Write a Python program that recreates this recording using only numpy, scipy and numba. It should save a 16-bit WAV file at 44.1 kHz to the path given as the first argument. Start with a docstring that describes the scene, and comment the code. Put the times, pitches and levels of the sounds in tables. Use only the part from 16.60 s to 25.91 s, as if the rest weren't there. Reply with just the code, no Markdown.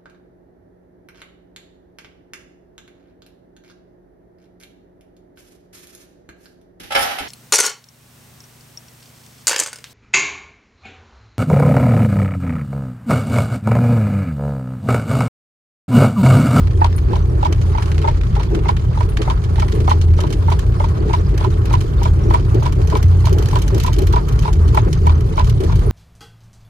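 """Inside the cabin of a closed buggy on asphalt, a phone hears a horse trot ahead.
Hooves land in pairs: a noisy grate of the shoe, then a hollow ring of a few decaying modes.
Wheels shake the cabin: noise through resonances makes panels boom and drum, under two wavering hums.
Loose fittings rattle about thirty times a second as noise clacks with a short metal ring.
Harness chinks and ticks of grit stand out over the banded noise of tyres and road."""
import sys
import numpy as np
from scipy import signal
from scipy.fft import rfft, irfft, next_fast_len
from scipy.io import wavfile
from scipy.ndimage import uniform_filter1d
from numba import njit

SR = 44100
rng = np.random.default_rng(int(sys.argv[2]) if len(sys.argv) > 2 else 0)


def materialize(psi):
    """Save the field psi as 16-bit PCM at rate SR to the path in sys.argv[1].

    A 1-D psi becomes a single channel; in a 2-D psi each row is a channel.
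    """
    bounded = np.clip(np.atleast_2d(psi).T, -1, 1)
    quanta = np.round(bounded * 32767).astype(np.int16)
    wavfile.write(sys.argv[1], SR, quanta)


N = 410571

# trot steps, a diagonal pair of hooves each:
# [first hoof t/s, wait for the second t/s, first peak level/dB, second peak level/dB]
STEPS = [(0.217, 0.029, -14, -12), (.534, 0.026, -17, -22.5), (.830, 0.024, -16, -15),
         (1.149, 0.033, -22.5, -20), (1.444, 0.034, -15.5, -14), (1.763, 0.036, -20, -18.5),
         (2.058, 0.032, -18, -13.5), (2.375, 0.033, -21.5, -19.5), (2.676, 0.027, -16, -14),
         (2.983, 0.04, -19, -20), (3.280, 0.032, -14.5, -11), (3.590, 0.049, -19, -22),
         (3.883, 0.036, -18, -13.5), (4.202, 0.04, -16.5, -19.5), (4.498, 0.039, -18.5, -11.5),
         (4.809, 0.038, -19.5, -17.5), (5.107, 0.033, -22, -13), (5.416, 0.041, -21.5, -16.5),
         (5.708, 0.034, -18.5, -10.5), (6.025, 0.036, -21.5, -13.5), (6.324, .030, -18, -13),
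         (6.643, 0.027, -22.5, -16), (6.931, 0.028, -17, -10.5), (7.246, 0.031, -21, -18),
         (7.537, 0.027, -18, -12.5), (7.852, 0.028, -20, -17), (8.146, 0.029, -17.5, -10),
         (8.470, 0.026, -22, -18.5), (8.779, .018, -15.5, -12.5), (9.098, 0.026, -22, -23.5)]
SHAKE_HZ = 30.55  # swings of the shaking cabin a second
PORT_LAG = 19  # samples by which the left port hears later
T = np.arange(3300) / SR  # time within a short blow, s


def undb(db):
    """Gain of a dB value."""
    return 10 ** (np.asarray(db) / 20)


def level(x, db):
    """Scale to an rms level."""
    return x * undb(db) / np.sqrt(np.mean(x ** 2))


@njit
def svf(x, hz, width):
    """State-variable band-pass: a damped resonance with gain 1 at the centre."""
    y, band, low = np.empty(len(x)), 0., 0.
    g, damping = np.tan(np.pi * hz / SR), width / hz
    for i in range(len(x)):
        v = (band + g * (x[i] - low)) / (1 + g * (g + damping))
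        band, low, y[i] = 2 * v - band, low + 2 * g * v, damping * v
    return y


def noise(hz, width_hz, channels=3):
    """Unrelated streams of noise through two equal resonances, for steep skirts; rms 1."""
    def band(x):
        # two passes narrow the band, so each one is wider
        return svf(x, 1. * hz, 1.84 * width_hz)

    streams = rng.standard_normal((channels, N))
    return level(np.array([band(band(x)) for x in streams]), 0)


def walk(rate):
    """Random levels, rate a second, held and slewed twice; spread near 1."""
    k = int(SR / rate)
    steps = np.repeat(rng.standard_normal(N // k + 1), k)
    return 1.83 * uniform_filter1d(uniform_filter1d(steps, k), k)[:N]


def curve(table):
    """Columns of a table of (s, values) at every sample."""
    s, *columns = np.transpose(table)
    return [np.interp(np.arange(N) / SR, s, c) for c in columns]


def train(s, db):
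    """One impulse at each time."""
    return np.bincount(np.clip(s * SR, 0, N - 1).astype(int), undb(db), N)


def tail(blows, t60, rise_s):
    """Envelope of a train of blows: short rise, exponential fall."""
    for pole in (np.exp(-np.log(1000) / (t60 * SR)), np.exp(-1 / (rise_s * SR))):
        blows = signal.lfilter([1], [1, -pole], blows)
    return blows / (rise_s * SR)


def fade(t60, rise_s):
    """Envelope of one blow: short rise, exponential fall."""
    return (1 - np.exp(-T / rise_s)) * np.exp(-np.log(1000) * T / t60)


def ring(modes, scatter_db, detune, rise_s):
    """One blow on a set of modes, each with chance strength, pitch and phase; peak 1."""
    hz, db, t60 = np.transpose(modes)[:, :, None]
    size, tune, turn = rng.standard_normal((3, len(modes), 1))
    phase = 2 * np.pi * hz * (1 + detune * tune) * T + 3 * turn
    x = (undb(db + scatter_db * size) * fade(t60, rise_s) * np.sin(phase)).sum(0)
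    return x / np.abs(x).max()


def ports(direct, left, right, like):
    """Direct sound reaches the left port late; each port adds its own cabin reflections."""
    like = np.clip(like, 0, 1)
    late = np.concatenate([np.zeros(PORT_LAG), direct[:-PORT_LAG]])
    shared = np.array([late, direct])
    separate = np.array([left, right])
    return np.sqrt(like) * shared + np.sqrt(1 - like) * separate


def add(out, s, sound):
    """Mix a short stereo sound in at time s."""
    i = max(int(s * SR), 0)
    out[:, i:i + sound.shape[1]] += sound[:, :N - i]


def footfalls():
    """Time and level of every hoof: rows first, second."""
    s, gap, *db = np.transpose(STEPS)
    return np.array([s, s + gap]), np.array(db)


def road(grit_db):
    """Half-octave bands of rolling noise; the upper ones follow the grit, crackle, and rise around each step."""
    # colour of the rolling noise before the whole is levelled: [f/Hz, band level/dB]
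    road_colour = [(110, -31), (190, -16.5), (245, -2.5), (391, -5.5), (696, -18), (1110, -11.5),
                   (1780, -33), (6160, -32.5), (7650, -54), (9330, -35.5), (12900, -45), (14100, -62)]
    s = footfalls()[0].ravel()
    # shafts and harness load the wheels just before and after the hooves land
    stride = uniform_filter1d(uniform_filter1d(train(s, 0 * s), 2600), 2600) * 1300
    crackle = np.tanh(walk(110))
    out = 0
    hz_points, db_points = np.transpose(road_colour)
    for hz in 200 * 2 ** np.arange(0, 6.3, .5):
        bands = (svf(svf(rng.standard_normal(N), hz, hz / 2), hz, hz / 2) for _ in range(3))
        share = min(hz / 1200, 1)
        gritty = share * (grit_db - grit_db.mean() + 4.8 * stride + 2.9 * crackle)
        colour_db = np.interp(np.log(hz), np.log(hz_points), db_points)
        db = colour_db + gritty + 4.5 * np.tanh(walk(45))
        out = out + undb(db) * ports(*bands, like=0.36)
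    return level(out, -33.5)


def hum(hz, wander, rate):
    """A tone that wavers in pitch by a relative wander, almost alike at both ports; rms 1."""
    def tone():
        cycles = np.cumsum(hz * (1 + wander * walk(rate))) / SR
        return np.sqrt(2) * np.sin(2 * np.pi * cycles)

    return ports(*(tone() for _ in range(3)), like=1.0)


def hums():
    """The body on its springs and the air in the cabin each hum at a wavering pitch and level."""
    # mean level of the cabin air: [t/s, level/dB]
    air_levels = [(0.0, -16), (0.18, -16), (2.64, -25.5), (3.53, -10), (3.73, -34), (3.81, -12.5),
                  (4.02, -22), (5.78, -16.5), (6.17, -24), (6.25, -9), (6.38, -40), (6.45, -9.5),
                  (7.26, -21.5), (7.91, -25.5), (7.98, -11), (8.38, -25.5), (8.48, -12), (9.31, -25.5)]
    air_db, = curve(air_levels)
    spring = undb(-23 + 0.85 * walk(6.5)) * hum(49, wander=0.13, rate=7)
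    air = undb(air_db + 1.3 * walk(12)) * hum(83, wander=0.03514, rate=7)
    return spring + air


def cabin(modes, db, like, bumps):
    """Road bumps shake a set of cabin resonances: noise through two equal band-passes a mode."""
    def resonate(x):
        total = 0
        for hz, width, mode_db in modes:
            # two passes narrow the band, so each one is wider
            passed = svf(svf(x, 1. * hz, 1.34 * width), 1. * hz, 1.34 * width)
            total = total + undb(mode_db) * passed / np.sqrt(width)
        return level(total, 0)

    rings = [resonate(x) for x in rng.standard_normal((3, N))]
    return undb(db) * bumps * ports(*rings, like=like)


def wheels():
    """Wheels shake the cabin: it sways and booms, its panels drum and shudder, and hard bumps thud."""
    # resonances of the swaying cabin, its boom and its panels, each:
    # [f/Hz, nominal width/Hz, level/dB before division by the root of the width]
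    sway_modes = [(50.7, 15, -2.5), (39.1, 9.4, -13.5)]
    boom_modes = [(83.27, 9.3, -1), (114.24, 16.7, 1), (136.6, 28.4, -4)]
    panel_modes = [(342.7, 39.3, -0.14), (377.1, 32.6, 1), (420.7, 18.9, -1.86)]
    # hard bumps that make the panels shudder: [t/s, length t/s, drive level/dB]
    hard_bumps = [(0.48, 0.056, -25), (0.683, 0.11, -31), (0.866, 0.057, -31), (1.35, 0.11, -37.5),
                  (1.906, 0.085, -25.5), (2.584, 0.028, -22), (3.122, 0.096, -27.5), (3.606, 0.15, -31.5),
                  (4.37, 0.062, -29), (4.448, 0.059, -29.5), (4.579, 0.024, -26.5), (4.711, 0.037, -28),
                  (4.86, 0.016, -25), (5.387, 0.034, -30), (5.565, 0.17, -32), (5.934, 0.045, -24.5),
                  (6.165, 0.055, -30), (6.318, 0.039, -24), (6.699, 0.1, -28), (7.106, 0.08, -26.5),
                  (7.36, 0.078, -28), (8.042, 0.046, -33), (8.258, 0.025, -23.5), (8.42, 0.046, -33.5),
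                  (8.994, 0.063, -27.5), (9.235, 0.038, -28)]
    bump_t60_s, bump_rise_s = 0.068, 0.0013
    # the shafts tug once in two steps, so the panels swell
    panel_mean_db, tug_db, tug_phase = -31.5, 1.5, 0.92  # phase: share of the stride at the top
    thud_db = 0  # the floor boards under a hard bump
    throb_db = 3.5  # a shuddering panel knocks once a swing
    t = np.arange(N) / SR

    strides = np.interp(t, footfalls()[0][0], np.arange(len(STEPS)) / 2)
    panel_db = panel_mean_db + tug_db * np.cos(2 * np.pi * (strides - tug_phase))
    # small bumps come at chance moments and set the panels drumming
    small_s, size = rng.random((230, 2)).T
    drumming = .6 + tail(train(small_s * N / SR, 7 * size - 11), 0.1, 0.002)

    s, length, db = np.transpose(hard_bumps)
    # the scale makes a long bump settle at its drive level
    held = np.cumsum(train(s, db) - train(s + length, db)) * np.log(1000) / (bump_t60_s * SR)
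    bumps = tail(held, bump_t60_s, bump_rise_s)
    throb = undb(throb_db * np.sin(2 * np.pi * SHAKE_HZ * t + 2 * walk(10)))

    thuds = undb(thud_db) * bumps * ports(*noise(192, width_hz=237), like=0.67)
    sway = cabin(sway_modes, -16.5, 0.98, 0.9)
    boom = cabin(boom_modes, -17.5, 0.98, 1)
    panels = cabin(panel_modes, 0, 0.89, throb * (undb(panel_db) * drumming + bumps))
    # the cabin shakes a little harder as the road goes on: dB per s, even at mid-way
    rising = undb(0.43 * (np.arange(N) - N / 2) / SR)
    return rising * (sway + boom + panels + thuds)


def chirps():
    """Brief chinks of the harness: a short rough whistle of narrow noise with a hiss above it."""
    # when the harness chinks: [t/s, strength level/dB]
    chink_times = [(0.3616, -36), (2.49, -42), (3.1466, -43), (9.2594, -43)]
    # what a chink sounds with: [f/Hz, width/Hz, level/dB]
    chink_bands = [(9600, 120, 5), (12000, 2200, -4)]
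    s, db = np.transpose(chink_times)
    shape = tail(train(s, db - 2.5), 0.09, 0.0016)
    return shape * sum(undb(d) * noise(hz, width_hz, channels=2) for hz, width_hz, d in chink_bands)


def grains(grit_db):
    """Crushed grit ticks as short decaying tones, dense around each step, sparse between; low ones are stronger."""
    step_grains, step_spread_s, loose_grains = 60, .03, 1100
    low_hz, high_hz, grain_t60_s = 800, 6500, .016
    grain_db, spread_db = 10.5, 7  # above the grit level, and scatter
    out = np.zeros((2, N))
    scatter_s = step_spread_s * rng.standard_normal((len(STEPS), step_grains))
    scuffs = footfalls()[0].mean(0)[:, None] + scatter_s
    loose = rng.random(loose_grains) * N / SR
    s = np.clip(np.concatenate([scuffs.ravel(), loose]), 0, (N - 1) / SR)
    t = T[:450]
    shape = fade(grain_t60_s, 0.0022)[:len(t)]
    for at, (pitch, size, left, right) in zip(s, rng.random((len(s), 4))):
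        hz = low_hz * (high_hz / low_hz) ** pitch
        db = grit_db[int(at * SR)] + grain_db - 5 * pitch - spread_db * np.log(1 - .9 * size)
        # each port hears the tick at its own phase
        tick = np.sin(2 * np.pi * (hz * t + np.array([[left], [right]])))
        add(out, at, undb(db) * shape * tick)
    return out


def rattles(grit_db, bright_db):
    """Loud knocks, and small ones near every swing of the shaking cabin: a clack and a short metal ring."""
    # loud rattles between the jolts: [t/s, strength level/dB]
    loud_knocks = [(0.38, -32.5), (0.925, -23.5), (1.014, -30), (1.222, -27), (1.257, -31.5),
                   (1.316, -29.5), (1.344, -32), (1.38, -29), (1.4158, -28), (1.752, -34), (1.831, -28.5),
                   (1.948, -28), (2.1658, -32), (2.57, -24.5), (2.617, -23.5), (2.839, -29), (2.957, -32),
                   (2.997, -22.5), (3.081, -28), (3.118, -27.5), (3.151, -32), (3.202, -30), (3.295, -21),
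                   (3.4128, -26.5), (3.574, -32.5), (3.604, -22), (3.668, -30.5), (3.703, -27),
                   (3.7257, -24), (3.9006, -30), (3.9908, -24), (4.285, -32), (4.373, -33), (4.776, -27.5),
                   (5.054, -28.5), (5.128, -24.5), (5.206, -26.5), (5.431, -25.5), (5.7008, -26.5),
                   (5.944, -29), (6.029, -28), (6.123, -28.5), (6.2726, -28.5), (6.3, -25.5), (6.3689, -26),
                   (6.4267, -25.5), (6.6536, -23.5), (6.693, -29), (6.727, -23.5), (6.7838, -26),
                   (6.824, -28.5), (6.857, -25.5), (6.885, -28.5), (6.911, -30), (6.986, -27),
                   (7.018, -25.5), (7.078, -24.5), (7.145, -28), (7.179, -27), (7.2, -19), (7.232, -21.5),
                   (7.262, -25), (7.3294, -22.5), (7.3852, -19.5), (7.419, -25), (7.469, -24.5),
                   (7.524, -30), (7.684, -27), (7.724, -28.5), (7.79, -24.5), (7.8212, -28), (7.929, -27.5),
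                   (8.078, -28.5), (8.146, -25), (8.328, -22), (8.467, -27), (8.606, -31.5), (8.844, -28),
                   (8.869, -31), (8.8945, -27.5), (9.0034, -28), (9.036, -28.5), (9.156, -27.5),
                   (9.191, -30.5)]
    # noise bands in the clack of a knock: [f/Hz, width/Hz, level/dB, t60 t/s]
    clack_bands = [(1375, 1370, -15.5, 0.051), (2340, 2250, -17.5, 0.11), (3330, 3000, -12, 0.096),
                   (5080, 6200, -8.5, 0.036), (6070, 1000, -8.5, 0.051), (12070, 1900, -6, 0.033)]
    # ringing modes of the loose fitting: [f/Hz, level/dB, t60 t/s]
    fitting_modes = [(2330, -8, .03), (3070, -2, .06), (4200, -6, .035), (6000, -8, .03), (9120, -12, .025)]
    small_db, small_spread_db = 7, 2  # small knocks above the grit level, and scatter
    # the second hoof jolts the fitting: dB relative to the clop, s before it
    jolt_db, jolt_lead_s = -15.5, 0.0034
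    # dB per octave: a jolt through the shafts is a dull blow, light knocks are softer contacts
    jolt_tilt_db, small_tilt_db = -2.5, -3.0
    loud_tilt = 0.14  # harder knocks are brighter: dB per octave for each dB of strength

    swings = np.arange(0, N / SR, 1 / SHAKE_HZ)
    slip, size = rng.standard_normal((len(swings), 2)).T
    (_, hoof_s), (_, hoof_db) = footfalls()
    jolts = [hoof_s - jolt_lead_s, hoof_db + jolt_db]
    s, db = np.hstack([np.transpose(loud_knocks), jolts])
    # a swing that ends in a loud knock has no small one beside it
    swings = swings + 0.0065 * slip
    free = np.abs(swings[:, None] - s).min(1) > .02
    swings, size = np.clip(swings[free], 0, (N - 1) / SR), size[free]
    s = np.concatenate([s, swings])
    swing_db = grit_db[(swings * SR).astype(int)] + small_db + small_spread_db * size
    db = np.concatenate([db, swing_db])

    loud = len(loud_knocks)
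    tilt_db = np.repeat([0, jolt_tilt_db, small_tilt_db], [loud, len(STEPS), len(swings)])
    tilt_db = tilt_db + bright_db[np.clip(s * SR, 0, N - 1).astype(int)]
    tilt_db[:loud] += loud_tilt * (db[:loud] - db[:loud].mean())

    out, rings = 0, np.zeros((3, N))
    # every knock lands elsewhere, so each band and each mode gets its own share
    for hz, width_hz, band_db, t60 in clack_bands:
        share_db = 5 * np.tanh(rng.standard_normal(len(s)))
        blows = train(s, db + band_db + tilt_db * np.log2(hz / 3000) + share_db)
        out = out + tail(blows, t60, 0.0011) * ports(*noise(hz, width_hz), like=0.027)
    out = out * undb(4 * np.tanh(walk(500)))  # a knock chatters in grains
    for hz, mode_db, t60 in fitting_modes:
        width = np.log(1000) / (np.pi * t60)
        for x in rings:
            blows = train(s, db + mode_db + 4 * rng.standard_normal(len(s)))
            # the scale gives the ring of an impulse a peak near 1
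            x += svf(blows, 1. * hz, width) * SR / (2 * np.pi * width)
    return out + undb(-11) * ports(*rings, like=.5)


def hooves():
    """Each shoe grates on the asphalt a moment before the hollow hoof clops; the cabin adds a short wash."""
    # what a hoof rings with: [ratio to the clop pitch, level/dB, t60 t/s]
    hoof_modes = [(1.0, 5, 0.053), (.89, -7, 0.078), (1.09, -2.5, 0.04), (0.648, -10, 0.058),
                  (1.4, -8, 0.03), (2.35, -12, 0.032)]
    # grate of the shoe: f/Hz, width/Hz, t60 t/s, lead t/s before the clop, drive level/dB relative to it
    grate = dict(hz=3100, width_hz=1640, t60=0.085, lead_s=0.0075, db=-19.5)
    # clop pitch of the first and second hoof at the start, its rise along the road, and its scatter
    clop_hz, rise_hz_per_s, spread_hz = (877.6, 959), (11.2, 4.2), (16.5, 11)
    first_db = -4.5  # the first hoof of a pair lands softer: less grate, less top mode

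    out = np.zeros((2, N))
    s, db = footfalls()
    scatter_hz = spread_hz * rng.standard_normal((len(STEPS), 2))
    pitch = (clop_hz + np.multiply(rise_hz_per_s, s.T) + scatter_hz).T
    s, db = s.ravel(), db.ravel()
    dull_db = np.repeat([first_db, 0], len(STEPS))
    for at, peak_db, hz, dull in zip(s, db, pitch.ravel(), dull_db):
        modes = [(hz * ratio, d + dull * (ratio > 2), t60) for ratio, d, t60 in hoof_modes]
        rings = (ring(modes, scatter_db=3.7, detune=0.017, rise_s=0.0032) for _ in range(3))
        clop = ports(*rings, like=0.5)
        add(out, at - .0015, undb(peak_db) * clop / np.abs(clop.mean(0)).max())
    out = out * undb(3 * np.tanh(walk(300)))  # grit under the shoe roughens the ring

    shoe = tail(train(s - grate["lead_s"], db + grate["db"] + dull_db), grate["t60"], 0.0039)
    shoe = shoe * undb(11.0 * np.tanh(walk(400)))  # grit breaks the grate into grains
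    # the cabin carries the clop on as a short hollow wash
    wash = tail(train(s - .004, db - 14.5), 0.14, 0.0045)
    grating = shoe * ports(*noise(grate["hz"], grate["width_hz"]), like=0.043)
    return out + grating + wash * ports(*noise(910, 570), like=0.15)


def scene():
    """Road, cabin, harness, grit, fittings and horse together."""
    # grit level of the road, and brightness of the rattles as the phone turns:
    # [t/s, grit level/dB, brightness/dB per octave]
    grit_and_brightness = [(0, -50.5, -14.5), (.8, -52, -8.5), (1.1, -48, -9), (1.7, -50.5, -15.5),
                           (4.2, -48.5, -6.5), (6.4, -47.5, -4.5), (6.85, -45.5, -3.5), (7.9, -48, -4.5),
                           (8.7, -47, -5), (9.31, -47.5, -4.5)]
    grit_db, bright_db = curve(grit_and_brightness)
    background = road(grit_db) + hums() + wheels()
    details = chirps() + grains(grit_db) + rattles(grit_db, bright_db)
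    return background + details + hooves()


def record(dry):
    """The two ports colour the sound unalike; the phone rounds the loudest peaks and cuts both ends."""
    # balance of the two ports: [f/Hz, left minus right level/dB]
    port_balance = [(60, 0.5), (110, -1), (200, 1.5), (370, 3.5), (670, -1.5), (1220, -2.5), (2240, -1.5),
                    (4090, -5.5), (7480, 0.5), (13700, 1.5)]
    top_hz = 14300
    size = next_fast_len(N)
    hz_points, db_points = np.transpose(port_balance)
    bins_hz = np.arange(1, size // 2 + 2) * SR / size
    tilt_db = np.interp(np.log(bins_hz), np.log(hz_points), db_points)
    port_gains = undb(np.array([tilt_db, -tilt_db]) / 2)
    coloured = irfft(rfft(dry, size) * port_gains, size)[:, :N]
    coloured = signal.sosfilt(signal.butter(2, 30, "high", fs=SR, output="sos"), coloured)
    rounded = 1.1 * np.tanh(coloured / 1.05)
    return signal.sosfilt(signal.ellip(10, .2, 80, top_hz, fs=SR, output="sos"), rounded)


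dry = scene()
out = record(dry)
materialize(out)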